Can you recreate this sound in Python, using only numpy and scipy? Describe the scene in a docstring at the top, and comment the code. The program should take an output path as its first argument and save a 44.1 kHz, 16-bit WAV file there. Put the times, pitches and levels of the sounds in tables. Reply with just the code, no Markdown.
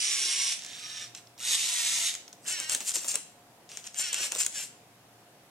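"""A toy robot's rattling wheels are heard first: it drives over a table top in three bursts, then works
its arm twice against a plastic model. Motor and gear whine is a set of gliding lines and harmonics;
loose teeth are random ticks and hiss ringing the plastic housings; parts meet as clicks and knocks of
coloured noise. A small room of sparse echoes rings briefly over the hum of a fan, filtered noise for
room rumble and the hiss of a two-port microphone, and a few faint high blips."""
import sys
import numpy as np
from scipy import signal
from scipy.fft import rfft, irfft
from scipy.io import wavfile
from scipy.ndimage import uniform_filter1d

SR = 44100
rng = np.random.default_rng(int(sys.argv[2]) if len(sys.argv) > 2 else 0)


def dump(signal):
    """Clip the signal to [-1, 1] and save it as 16-bit WAV at the path in sys.argv[1]."""
    limited = np.clip(np.atleast_2d(signal).T, -1, 1)
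    pcm = np.round(limited * 32767).astype(np.int16)
    wavfile.write(sys.argv[1], SR, pcm)


N = 242550  # samples

# arm motor speed under load, one table a pull: t/s, tooth mesh f/Hz
ARM_MESH = [
    [(2.4435, 110), (2.5, 340), (2.518, 371), (2.535, 377), (2.56, 362), (2.59, 335), (2.62, 314),
     (2.682, 313), (2.72, 355), (2.765, 410)],
    [(3.944, 95), (3.97, 240), (4.0, 345), (4.035, 389), (4.08, 357), (4.12, 330), (4.165, 341), (4.2, 382),
     (4.235, 433), (4.285, 430)],
    [(4.3505, 60), (4.375, 230), (4.41, 330), (4.445, 250)],
    [(4.54, 444), (4.56, 426), (4.595, 397), (4.655, 380)],
]
# broad colour of the arm housing: f/Hz, relative level/dB per Hz
ARM_HOUSING = [(240, -77), (400, -25), (1330, -12), (1470, -8.5), (2040, -5), (2930, -0.5), (3590, -3.5),
               (4500, -8), (5630, -5), (8000, -1.5), (10400, -18), (17600, -120)]
# pitch waver of a gliding line, as a share per (pitch change share per s)
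BLUR_S = .012


def gain_of(db):
    """Turns dB into an amplitude gain."""
    return 10 ** (np.asarray(db) / 20)


def evened(x):
    """Scales to rms 1."""
    return x / np.sqrt(np.mean(x ** 2) + 1e-20)


def read(points, hz):
    """Reads a spectrum table on a log-frequency axis."""
    f, value = np.transpose(points)
    return np.interp(np.log(hz + 1), np.log(f + 1), value)


def add(mix, s, sound):
    """Mixes a sound in at time s, cut at the end of the mix."""
    part = mix[round(max(s, 0) * SR):][:len(sound)]
    part += sound[:len(part)]


def unroll(rows):
    """Gives the start time of a table and its columns interpolated to every sample."""
    s, *columns = np.transpose(rows)
    t = np.arange(s[0], s[-1], 1 / SR)
    return s[0], [np.interp(t, s, c) for c in columns]


def wander(size, seconds):
    """Slow random drift of rms 1: noise smoothed twice over the given time."""
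    span = round(seconds * SR)
    smooth = uniform_filter1d(rng.standard_normal(size), span)
    return evened(uniform_filter1d(smooth, span))


def housing(colour, modes, base_db):
    """Minimum-phase impulse response of a plastic shell: a broad colour with resonances standing on it."""
    hz = abs(np.fft.fftfreq(4096, 1 / SR))
    power = gain_of(2 * (read(colour, hz) + base_db)) + 1e-10
    for f, width, db in modes:
        power = power + gain_of(2 * db) / (1 + (2 * (hz - f) / width) ** 2) ** 2
    log_gain = np.log(power) / 2
    phase = -signal.hilbert(log_gain).imag
    return np.fft.ifft(np.exp(log_gain + 1j * phase)).real[:2048]


def rattle(size, ticks_per_s, spread_db, hiss):
    """Loose teeth tick at random with uneven force, over the hiss of sliding plastic."""
    force = gain_of(spread_db * np.minimum(rng.exponential(1, size), 4))
    struck = rng.random(size) < ticks_per_s / SR
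    ticks = force * rng.standard_normal(size) * struck
    return evened(evened(ticks) + hiss * rng.standard_normal(size))


def teeth(hz):
    """Amplitude beat with one decaying burst for every tooth that meets, at an even mean power."""
    decay_s, floor = .0016, .16  # the floor keeps some sound between the bursts
    since_s = (np.cumsum(hz) / SR % 1) / hz
    gate = floor + np.exp(-since_s / decay_s)
    return gate / np.sqrt(uniform_filter1d(gate ** 2, 600))


def air():
    """Room rumble and microphone hiss: slightly patchy noise, partly alike in the two ports."""
    level_db = -58  # rms
    # colour of the air: f/Hz, relative level/dB per Hz
    air_colour = [(12, -39.5), (20, -5), (27, -10), (81, -46), (112, -8.5), (256, -9), (390, -11),
                  (722, -10), (1300, -16), (10100, -25.5), (13700, -29), (16200, -35)]
    # left-right likeness: f/Hz, correlation [-1 to 1]
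    likeness = [(60, 0.97), (180, 0.96), (550, 0.85), (1650, 0.28), (4970, -0.25), (15000, 0.5)]
    frames, hz = N // 256 + 5, np.fft.rfftfreq(1024, 1 / SR)
    a, b, c, d, patches = rng.standard_normal((frames, 513, 5)).T
    patches_db = evened(uniform_filter1d(uniform_filter1d(patches, 8, 0), 14, 1))
    same = np.clip(read(likeness, hz), -1, 1)[:, None]
    left = a + 1j * b
    right = same * left + np.sqrt(1 - same ** 2) * (c + 1j * d)
    z = np.array([left, right]) * gain_of(read(air_colour, hz)[:, None] + patches_db)
    return gain_of(level_db) * evened(signal.istft(z, nperseg=1024, noverlap=768)[1][:, :N])


def fan():
    """A wavering line, its height and phase drifting slowly, over a low hum that swells and ebbs."""
    # wavering line: f/Hz, width/Hz (sets the drift speed), peak level/dB before the drift
    fan_lines = [(708, 5, -66.5)]
    # swell of the hum: t/s, rms level/dB before its flutter
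    hum_level = [(0, -80), (.75, -76.5), (1, -66.5), (1.55, -70), (1.64, -76), (4.6, -77), (4.75, -68.5),
                 (5.28, -71), (5.4, -80)]
    hum_hz = 118
    t = np.arange(N) / SR
    out = np.zeros(N)
    for hz, width, db in fan_lines:
        height = gain_of(db) * (1 + wander(N, .5 / width) / 5)
        out += height * np.cos(2 * np.pi * hz * t + wander(N, .5 / width))
    hum_gain = gain_of(np.interp(t, *np.transpose(hum_level)) + 2.0 * wander(N, 0.072))
    hum = np.sin(2 * np.pi * hum_hz * t + 0.53 * wander(N, 0.089))
    return out + np.sqrt(2) * hum_gain * hum


def blips():
    """A few faint high blips: a sine with a jittering phase under bell-shaped envelopes."""
    # middle of each blip: t/s, rms level/dB at its top
    blip_rows = [(3.48, -76), (4.945, -76), (5.45, -74)]
    blip_hz, width_s = 11400, .03  # width between the 1/e points
    t = np.arange(N) / SR
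    envelope = sum(gain_of(db) * np.exp(-((t - s) / width_s * 2) ** 2) for s, db in blip_rows)
    return np.sqrt(2) * envelope * np.sin(2 * np.pi * blip_hz * t + 3 * wander(N, .003))


def room(x):
    """Three tails of random echoes, each band dying at its own speed, take turns to keep the room's colour even."""
    # reverberation: f/Hz, t60/s
    t60 = [(500, 0.09), (1500, 0.53), (4000, 0.47), (9000, 0.38), (15000, 0.22)]
    taps = np.zeros((3, 2, 22000))  # tail, port, sample
    at = np.arange(60, 21980, 20) + rng.integers(0, 20, (3, 2, 1096))
    np.put_along_axis(taps, at, rng.choice([-1., 1.], at.shape), 2)
    hz, t, z = signal.stft(taps, SR, nperseg=256)
    decay = gain_of(-60 * t / read(t60, hz)[:, None])
    tails = signal.istft(z * decay, SR, nperseg=256)[1]
    tails = tails / np.linalg.norm(tails[0, 0])
    # a steady rotation; the squared shares of the three tails always sum to 1
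    turn = np.arange(N) / SR / .15 + np.arange(3)[:, None] / 3
    share = np.cos(np.pi * turn) * np.sqrt(2 / 3)
    return signal.fftconvolve((share * x)[:, None], tails, axes=2).sum(0)[:, :N]


def radiate(x):
    """Many parts sound from shifting places: colour drifts in patches and the two ports hear unlike phases."""
    # phase spread between the ports: f/Hz, rms phase/radians
    scatter = [(300, 0.092), (1000, 0.2), (2500, 1.06), (5000, 0.96), (9000, 0.94), (14000, 1.94)]
    patchy_db = .7  # rms
    hz, t, z = signal.stft(x, SR, nperseg=256, noverlap=192)
    colour, phase = rng.standard_normal((len(t), len(hz), 2)).T
    colour = evened(uniform_filter1d(uniform_filter1d(colour, 4, 0), 30, 1))
    phase = evened(uniform_filter1d(uniform_filter1d(phase, 4, 0), 150, 1))
    turn = np.exp(.5j * read(scatter, hz)[:, None] * phase)
    ports = z * gain_of(patchy_db * colour) * np.array([turn, 1 / turn])
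    return signal.istft(ports, SR, nperseg=256, noverlap=192)[1][:, :N]


def growl(gain):
    """Low rattle in the table top: sparse, uneven ticks through the colour of the board."""
    # colour of the table: f/Hz, relative level/dB per Hz
    table_colour = [(150, -21), (330, -11.5), (560, 2), (1000, -6.5), (1400, -1.5), (2000, -26)]
    ticks = rattle(N, 800, 2.2, 0.5)
    return gain * evened(signal.oaconvolve(ticks, housing(table_colour, [], 0))[:N])


def burst(colour, luck, rise_s, t60):
    """A sharp contact and dense short-lived plastic modes as a coloured puff of noise; peak 1."""
    t = np.arange(len(luck)) / SR
    contact = 2. * (np.arange(len(luck)) == round(rise_s * SR))
    puff = luck * gain_of(-60 * t / t60) * (1 - np.exp(-t / rise_s))
    sound = signal.oaconvolve(contact + puff, housing(colour, [], 0))
    return sound / abs(sound).max()


def clicks():
    """Plastic parts meet: a bright snap, the hollow part behind it, and a slower thud through the table."""
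    # contacts: t/s, snap peak level/dB, thud level/dB relative to the snap
    contacts = [(0.591, -29.5, -36), (0.621, -31, -35), (0.635, -33, -36), (0.6473, -28, -40),
                (0.66, -33, -33), (0.662, -29, -36), (1.1488, -29, -31), (1.154, -35, -32),
                (1.1735, -39, -28), (1.1815, -39, -27), (1.271, -43, -16), (1.3781, -40, -4.5),
                (2.14, -21.5, -49), (2.151, -20, -26), (2.279, -35, -14), (2.328, -32.5, -16),
                (2.6, -17.5, -20), (2.6959, -15.5, -28), (2.7478, -11.5, -22.5), (2.8052, -23, -12.5),
                (2.8865, -30, -46), (2.9066, -26, -40), (2.9166, -24, -32), (2.939, -25, -37),
                (2.957, -15, -16), (2.981, -27, -41), (2.985, -28, -40), (2.9917, -23, -40),
                (3.0448, -22, -13), (3.142, -19.5, -15), (3.1547, -13, -21), (3.691, -37.5, -24),
                (3.716, -32.5, -30), (3.7717, -22, -37), (3.841, -35, -35.5), (3.868, -30, -34),
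                (3.872, -27.5, -34), (3.944, -28, -29), (4.13, -16, -27), (4.143, -12.5, -36),
                (4.2035, -26.5, -8.5), (4.3198, -14.5, -20), (4.35, -19, -14), (4.427, -21, -36),
                (4.4335, -21, -43), (4.448, -21.5, -19), (4.4632, -11, -28)]
    # colours of the three parts: f/Hz, relative level/dB
    snap_colour = [(3500, -32), (5800, -7.5), (8000, 0.5), (10000, -7.5), (12000, -19), (16000, -29)]
    body_colour = [(700, -21), (1400, -8), (2700, -2.5), (4200, -0.5), (6000, -30.5)]
    thud_colour = [(90, -35), (170, -7.5), (550, -6.5), (900, -8), (1400, -16)]
    # harder clicks are more snap and less body: body dB relative to the snap
    body_db, body_per_db = -13.5, -0.14
    # softer clicks snap lower, by this share of the pitch per dB under the hardest
    drop_per_db = .011
    out = np.zeros(N)
    luck = rng.standard_normal((len(contacts), 3, 4000))
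    hardest = max(row[1] for row in contacts)
    for (s, db, thud_db), (a, b, c) in zip(contacts, luck):
        lowered = np.multiply(snap_colour, [1 - drop_per_db * (hardest - db), 1])
        snap = burst(lowered, a, 0.0006, 0.011)
        body = gain_of(body_db + body_per_db * db) * burst(body_colour, b, 0.000997, 0.016)
        thud = gain_of(thud_db) * burst(thud_colour, c, 0.0028, 0.15)
        add(out, s, gain_of(db) * (snap + body + thud))
    return out


def lurch():
    """A swell as the third run gets under way: climbs from 0 to 1, then breaks off."""
    # t/s of the start, the top and the end
    lurch_s = (1.43, 1.553, 1.562)
    return np.interp(np.arange(N) / SR, lurch_s, [0, 1, 0])


def wheel_level(t, start, off, first_db, last_db):
    """Level in dB: spins up, holds with a straight drift, and coasts down once the power is off."""
    spin_up_s, spin_up_db, coast_db_per_s = 0.039, -23, -260
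    held_db = np.interp(t, [start, off], [first_db, last_db])
    spin_up = spin_up_db * np.exp(-(t - start) / spin_up_s)
    return held_db + spin_up + coast_db_per_s * np.maximum(t - off, 0)


def wheel_run(row, throbs, ring_in_s, modes, colour):
    """The rattle starts tooth by tooth, then throbs with the shafts while the housing begins to ring."""
    kick_hz, kick_fade_s = 125, .05  # single teeth heard at the start of a run
    ring_out_s, ring_swell_db = .04, 1.2  # ringing stops after power off, and is uneven before
    lurch_rattle_db, lurch_ring_db = 5, 4.5  # gains at the top of the lurch
    start, off = row[:2]
    s = max(start, 0)
    t = np.arange(s, off + .2, 1 / SR)
    size = len(t)
    swell = lurch()[round(s * SR):][:size]
    db = wheel_level(t, *row) + lurch_rattle_db * swell
    # the shafts turn about 2.5 times as fast as the throb table's unit speed
    travel = np.cumsum(2.5 + 0.015 * wander(size, 0.029)) / SR
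    throb = 1 + sum(depth * np.cos(2 * np.pi * hz * travel) for hz, depth in throbs)
    kick = np.exp(-(t - start) / kick_fade_s)
    beat = 1 + kick * (teeth(kick_hz * np.ones(size)) - 1)
    drive = throb * beat * rattle(size, 5000, .8, 1.)
    # every other resonance swells together, in two independent halves
    dull, *halves = (signal.oaconvolve(drive, housing(colour, m, -4.0))[:size]
                     for m in ([], modes[::2], modes[1::2]))
    ringing = np.zeros(size)
    for half in halves:
        ring_db = lurch_ring_db * swell + ring_swell_db * wander(size, 0.02)
        ringing += gain_of(ring_db) * (half - dull)
    ring_share = np.clip(np.minimum((t - start) / ring_in_s, 1 - (t - off) / ring_out_s), 0, 1)
    gears = evened(dull + ring_share * ringing)
    return s, gain_of(db + .3 * wander(size, .02)) * gears * signal.windows.tukey(size, .01)


def wheel_whine(start, end, start_hz, end_hz, db):
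    """One motor or mesh line that wavers a little with the load, and smears while it glides."""
    size = round((end - start) * SR)
    hz = np.linspace(start_hz, end_hz, size)
    blur = BLUR_S * abs(np.log(end_hz / start_hz)) / (end - start)
    hz = hz * (1 + 0.008 * wander(size, 0.02) + blur * wander(size, .002))
    swell = gain_of(db + 3. * wander(size, 0.018)) * signal.windows.tukey(size, .25)
    return start, np.sqrt(2) * swell * np.cos(2 * np.pi * np.cumsum(hz) / SR)


def surges():
    """Gains of arm rattle, chatter and growl: each surge rises, holds and falls; overlapping powers add."""
    # full at t/s, rise/s, hold/s, gear rattle level/dB, then relative to it:
    # chatter of rubbing parts level/dB, table growl level/dB
    arm_surges = [(1.159, 0.0045, 0.028, -51.5, -6, -25), (2.481, 0.055, 0.042, -39.5, 7.5, -15.5),
                  (2.574, 0.13, 0.068, -41, -3.5, -18.5), (2.719, 0.086, 0.02, -36.5, 6, -13),
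                  (2.804, 0.0046, .01, -41, -4, -19), (2.878, 0.065, 0.016, -39, 9.5, -40),
                  (2.946, 0.024, 0.019, -39.5, 10, -16), (3.007, .02, 0.066, -48, 8.5, -13.5),
                  (3.079, 0.0026, 0.038, -40, 10, -20), (3.14, 0.024, 0.016, -40, -10, -10),
                  (3.698, 0.011, 0.097, -50, -4, -13.5), (3.858, 0.067, 0.014, -46.5, -3.5, -29),
                  (3.992, 0.06, 0.02, -37.5, 8, -21), (4.038, 0.04, 0.049, -40, -0.5, -44),
                  (4.129, 0.024, 0.076, -39, -1, -14.5), (4.229, 0.097, 0.028, -35, 2.5, -15),
                  (4.317, 0.012, 0.059, -42, -4, -8.5), (4.403, 0.074, 0.007, -33, 8, -29),
                  (4.52, 0.027, 0.029, -52, 5, -18), (4.558, 0.067, 0.078, -43, 6, -20)]
    rise_db, fall_db_per_s = -32.5, -430  # rise_db: level one rise time before full
    power, t = np.zeros((3, N)), np.arange(N) / SR
    for full, rise, hold, db, chatter_db, growl_db in arm_surges:
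        rising_db = rise_db * np.maximum(full - t, 0) / max(rise, .001)
        falling_db = fall_db_per_s * np.maximum(t - full - hold, 0)
        shape_db = np.maximum(rising_db + falling_db, -200)
        levels_db = db + np.array([[0], [chatter_db], [growl_db]])
        power += gain_of(2 * levels_db) * gain_of(2 * shape_db)
    return np.sqrt(power)


def arm_move(rattle_gain, chatter_gain):
    """Gear rattle low down, and chatter ringing thin beams near 7 kHz; both beat with the teeth in a pull."""
    # resonances of gears and beams: f/Hz, full width/Hz at -6 dB, relative level/dB
    gear_modes = [(2690, 260, -1.5), (4200, 300, -4.5), (5900, 670, -2)]
    beam_modes = [(7290, 360, 6.5), (8870, 320, -1), (6370, 440, -4)]
    # broad colour of the chatter: f/Hz, relative level/dB per Hz
    chatter_colour = [(2940, -29), (5000, -8.5), (7240, -10), (7940, -3.5), (8910, -7), (9950, -14),
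                      (13000, -16.5), (15800, -31)]
    ring_from_db, ring_full_db = -50, -35  # the beams ring only under strong chatter
    slip_hz = 210  # between pulls the rubbing parts stick and slip about this often
    beat = np.ones(N)
    slip = teeth(slip_hz * gain_of(2.5 * wander(N, .004)))
    for rows in ARM_MESH:
        s, (hz,) = unroll(rows)
        tooth = teeth(hz)
        add(beat, s, tooth - 1)
        add(slip, s, tooth - slip[round(s * SR):][:len(hz)])  # the teeth replace the slips
    gears = signal.oaconvolve(beat * rattle(N, 4000, 0.65, 1.05), housing(ARM_HOUSING, gear_modes, -1.7))[:N]
    slips = slip * rattle(N, 6000, .6, 1.2)
    dull, ringing = (evened(signal.oaconvolve(slips, housing(chatter_colour, m, 0))[:N])
                     for m in ([], beam_modes))
    share = np.interp(20 * np.log10(chatter_gain), [ring_from_db, ring_full_db], [0, 1])
    chatter = (dull + share * (ringing - dull)) * gain_of(1.1 * wander(N, .003))
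    return rattle_gain * evened(gears) + chatter_gain * evened(chatter)


def whine(turns, colour, count):
    """Gliding whine of the arm gears: harmonics of the mesh pitch at random phases, each swelling on its own."""
    hz = np.gradient(turns) * SR
    swell_db = 2.2  # rms
    total = np.zeros(len(hz))
    for k in range(1, count):
        height = gain_of(read(colour, k * hz) + swell_db * wander(len(hz), 0.014))
        total += height * np.cos(2 * np.pi * (k * turns + rng.random()))
    return evened(total)


def arm_whine(rows, db, can_db):
    """Load sags the motor speed, so the whole stack of harmonics glides; brush hiss rings the motor can."""
    # weight of the harmonics: f/Hz, relative level/dB
    whine_colour = [(1200, -26), (1480, -5), (1750, -1), (2000, -5), (2200, -2), (2450, -5), (2800, 2),
                    (3300, 0), (3750, -9), (4300, -3), (4900, -8), (5600, -1), (7000, -14)]
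    # the can rings under the brushes: f/Hz, full width/Hz at -6 dB, relative level/dB
    can_modes = [(5600, 560, -2)]
    # below free speed the whine grows quieter, and the can quieter still against it
    free_hz, whine_db_per_hz, can_db_per_hz = 375, .11, .12
    pull_in_s, pull_out_s = .02, .05
    s, (hz,) = unroll(rows)
    size = len(hz)
    # the stack smears while the motor gains speed
    speeding = np.maximum(np.gradient(np.log(hz)) * SR, 0)
    waver = .004 * wander(size, .005) + BLUR_S / 5 * speeding * wander(size, .002)
    turns = np.cumsum(hz * (1 + waver)) / SR
    brushes = teeth(hz) * rng.standard_normal(size)
    can = signal.oaconvolve(brushes, housing(ARM_HOUSING, can_modes, -30))[:size]
    t = np.arange(size) / SR
    fade = np.minimum(1, np.minimum(t / pull_in_s, t[::-1] / pull_out_s))
    sag_hz = np.clip(hz - free_hz, -90, 0)
    can_gain = gain_of(can_db_per_hz * sag_hz + can_db)
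    sound = whine(turns, whine_colour, count=20) + can_gain * evened(can)
    return s, gain_of(db + whine_db_per_hz * sag_hz) * sound * fade


def scene():
    """The robot moves across the table top; the two microphone ports tilt its colour and place."""
    # wheel runs: start t/s, power off t/s, gear rattle level/dB at first, level/dB at last
    wheel_rows = [(-.3, 0.526, -28.5, -30), (.55, 1.038, -46, -41), (1.379, 2.089, -30.5, -29)]
    # shaft and gear turns the rattle throbs with, per run: f/Hz at unit speed, depth [0-1]
    shaft_throbs = [
        [(164, .12), (55, .08)],
        [(73.5, .3), (244, .25)],
        [(67, .08), (180, .08)],
    ]
    # build-up of the housing resonances, per run: time/s
    ring_in = [.001, .3, .001]
    # housing resonances, per run: f/Hz, full width/Hz at -6 dB, relative level/dB
    wheel_modes = [
        [(2160, 68, -9), (2860, 300, -9), (3510, 660, -10), (5020, 120, -6), (5690, 580, -1), (7400, 220, -8),
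         (8720, 580, -9)],
        [(1750, 130, -7.5), (2470, 77, -7), (3690, 230, -2), (5640, 230, 0.5)],
        [(2160, 110, -17), (2850, 460, -5), (3690, 610, -0.5), (5560, 260, -2.5), (6500, 210, 0),
         (8060, 780, -2.5), (9070, 350, -3)],
    ]
    # broad housing colour, per run: f/Hz, relative level/dB per Hz
    wheel_colours = [
        [(410, -55), (700, -30), (1100, -25), (1500, -20), (2220, -8), (4580, -8), (5710, -4), (9980, -9),
         (15500, -48)],
        [(530, -51), (900, -26.5), (1710, -10.5), (3670, -4.5), (4230, -8), (5630, -6), (8500, -10.5),
         (11000, -21.5), (15500, -33)],
        [(350, -40), (600, -38), (687, -21), (1170, -16), (1620, -13), (1900, -4), (4810, -2), (6580, 2.5),
         (12000, -10.5), (15500, -40)],
    ]
    # lines of wheel motors and meshes: start t/s, end t/s, start f/Hz, end f/Hz, rms level/dB before swells
    wheel_lines = [(.053, .41, 380, 375, -65), (.048, .22, 1200, 1090, -59.5),
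                   (.24, .54, 1087, 1085, -58.5), (.079, .55, 1635, 1620, -61), (.24, .53, 2175, 2165, -55),
                   (.76, 1.075, 1240, 1246, -64.5), (1.4, 1.49, 1250, 1800, -58),
                   (1.63, 2.12, 720, 675, -63.5), (1.6, 2.08, 1015, 945, -62.5),
                   (1.62, 2.11, 1385, 1335, -62), (1.58, 2.1, 1900, 1840, -55),
                   (1.62, 2.12, 2200, 2130, -54)]
    # whine of each arm pull at free speed: level/dB
    pull_db = [-37, -38, -46, -43.5]
    # ring of the motor can against the whine, per pull: level/dB
    can_db = [-2.5, -3, 0, -12]
    # place of the robot: t/s, left minus right level/dB
    place = [(0.0, -1.5), (3.35, 1.5), (4.7, 1.5)]
    # unlike colour of the ports: f/Hz, left minus right level/dB
    ports = [(60, -1), (120, 0), (240, -2), (480, -1), (950, -1.5), (1890, -3.5), (3770, -4), (7520, 2.5),
             (15000, -2)]
    lurch_growl_db = -58
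    rattle_gain, chatter_gain, growl_gain = surges()
    robot = clicks() + arm_move(rattle_gain, chatter_gain)
    robot += growl(growl_gain + gain_of(lurch_growl_db) * lurch())
    for run in zip(wheel_rows, shaft_throbs, ring_in, wheel_modes, wheel_colours):
        add(robot, *wheel_run(*run))
    for row in wheel_lines:
        add(robot, *wheel_whine(*row))
    for pull in zip(ARM_MESH, pull_db, can_db):
        add(robot, *arm_whine(*pull))
    side = np.array([[.5], [-.5]])  # half of each difference to each port
    heard = gain_of(0.13) * radiate(robot) + gain_of(-9.5) * room(robot)
    heard = heard * gain_of(side * np.interp(np.arange(N) / SR, *np.transpose(place)))
    port_gain = gain_of(side * read(ports, np.fft.rfftfreq(N, 1 / SR)))
    heard = irfft(rfft(heard) * port_gain, N)
    return heard + air() + fan() + blips()


def record(dry):
    """The band limit: a steep linear-phase low-pass."""
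    edge_hz = 15950
    low_pass = signal.firwin(511, edge_hz, window=("kaiser", 9), fs=SR)
    return signal.oaconvolve(dry, low_pass[None], "same")


dry = scene()
out = record(dry)
dump(out)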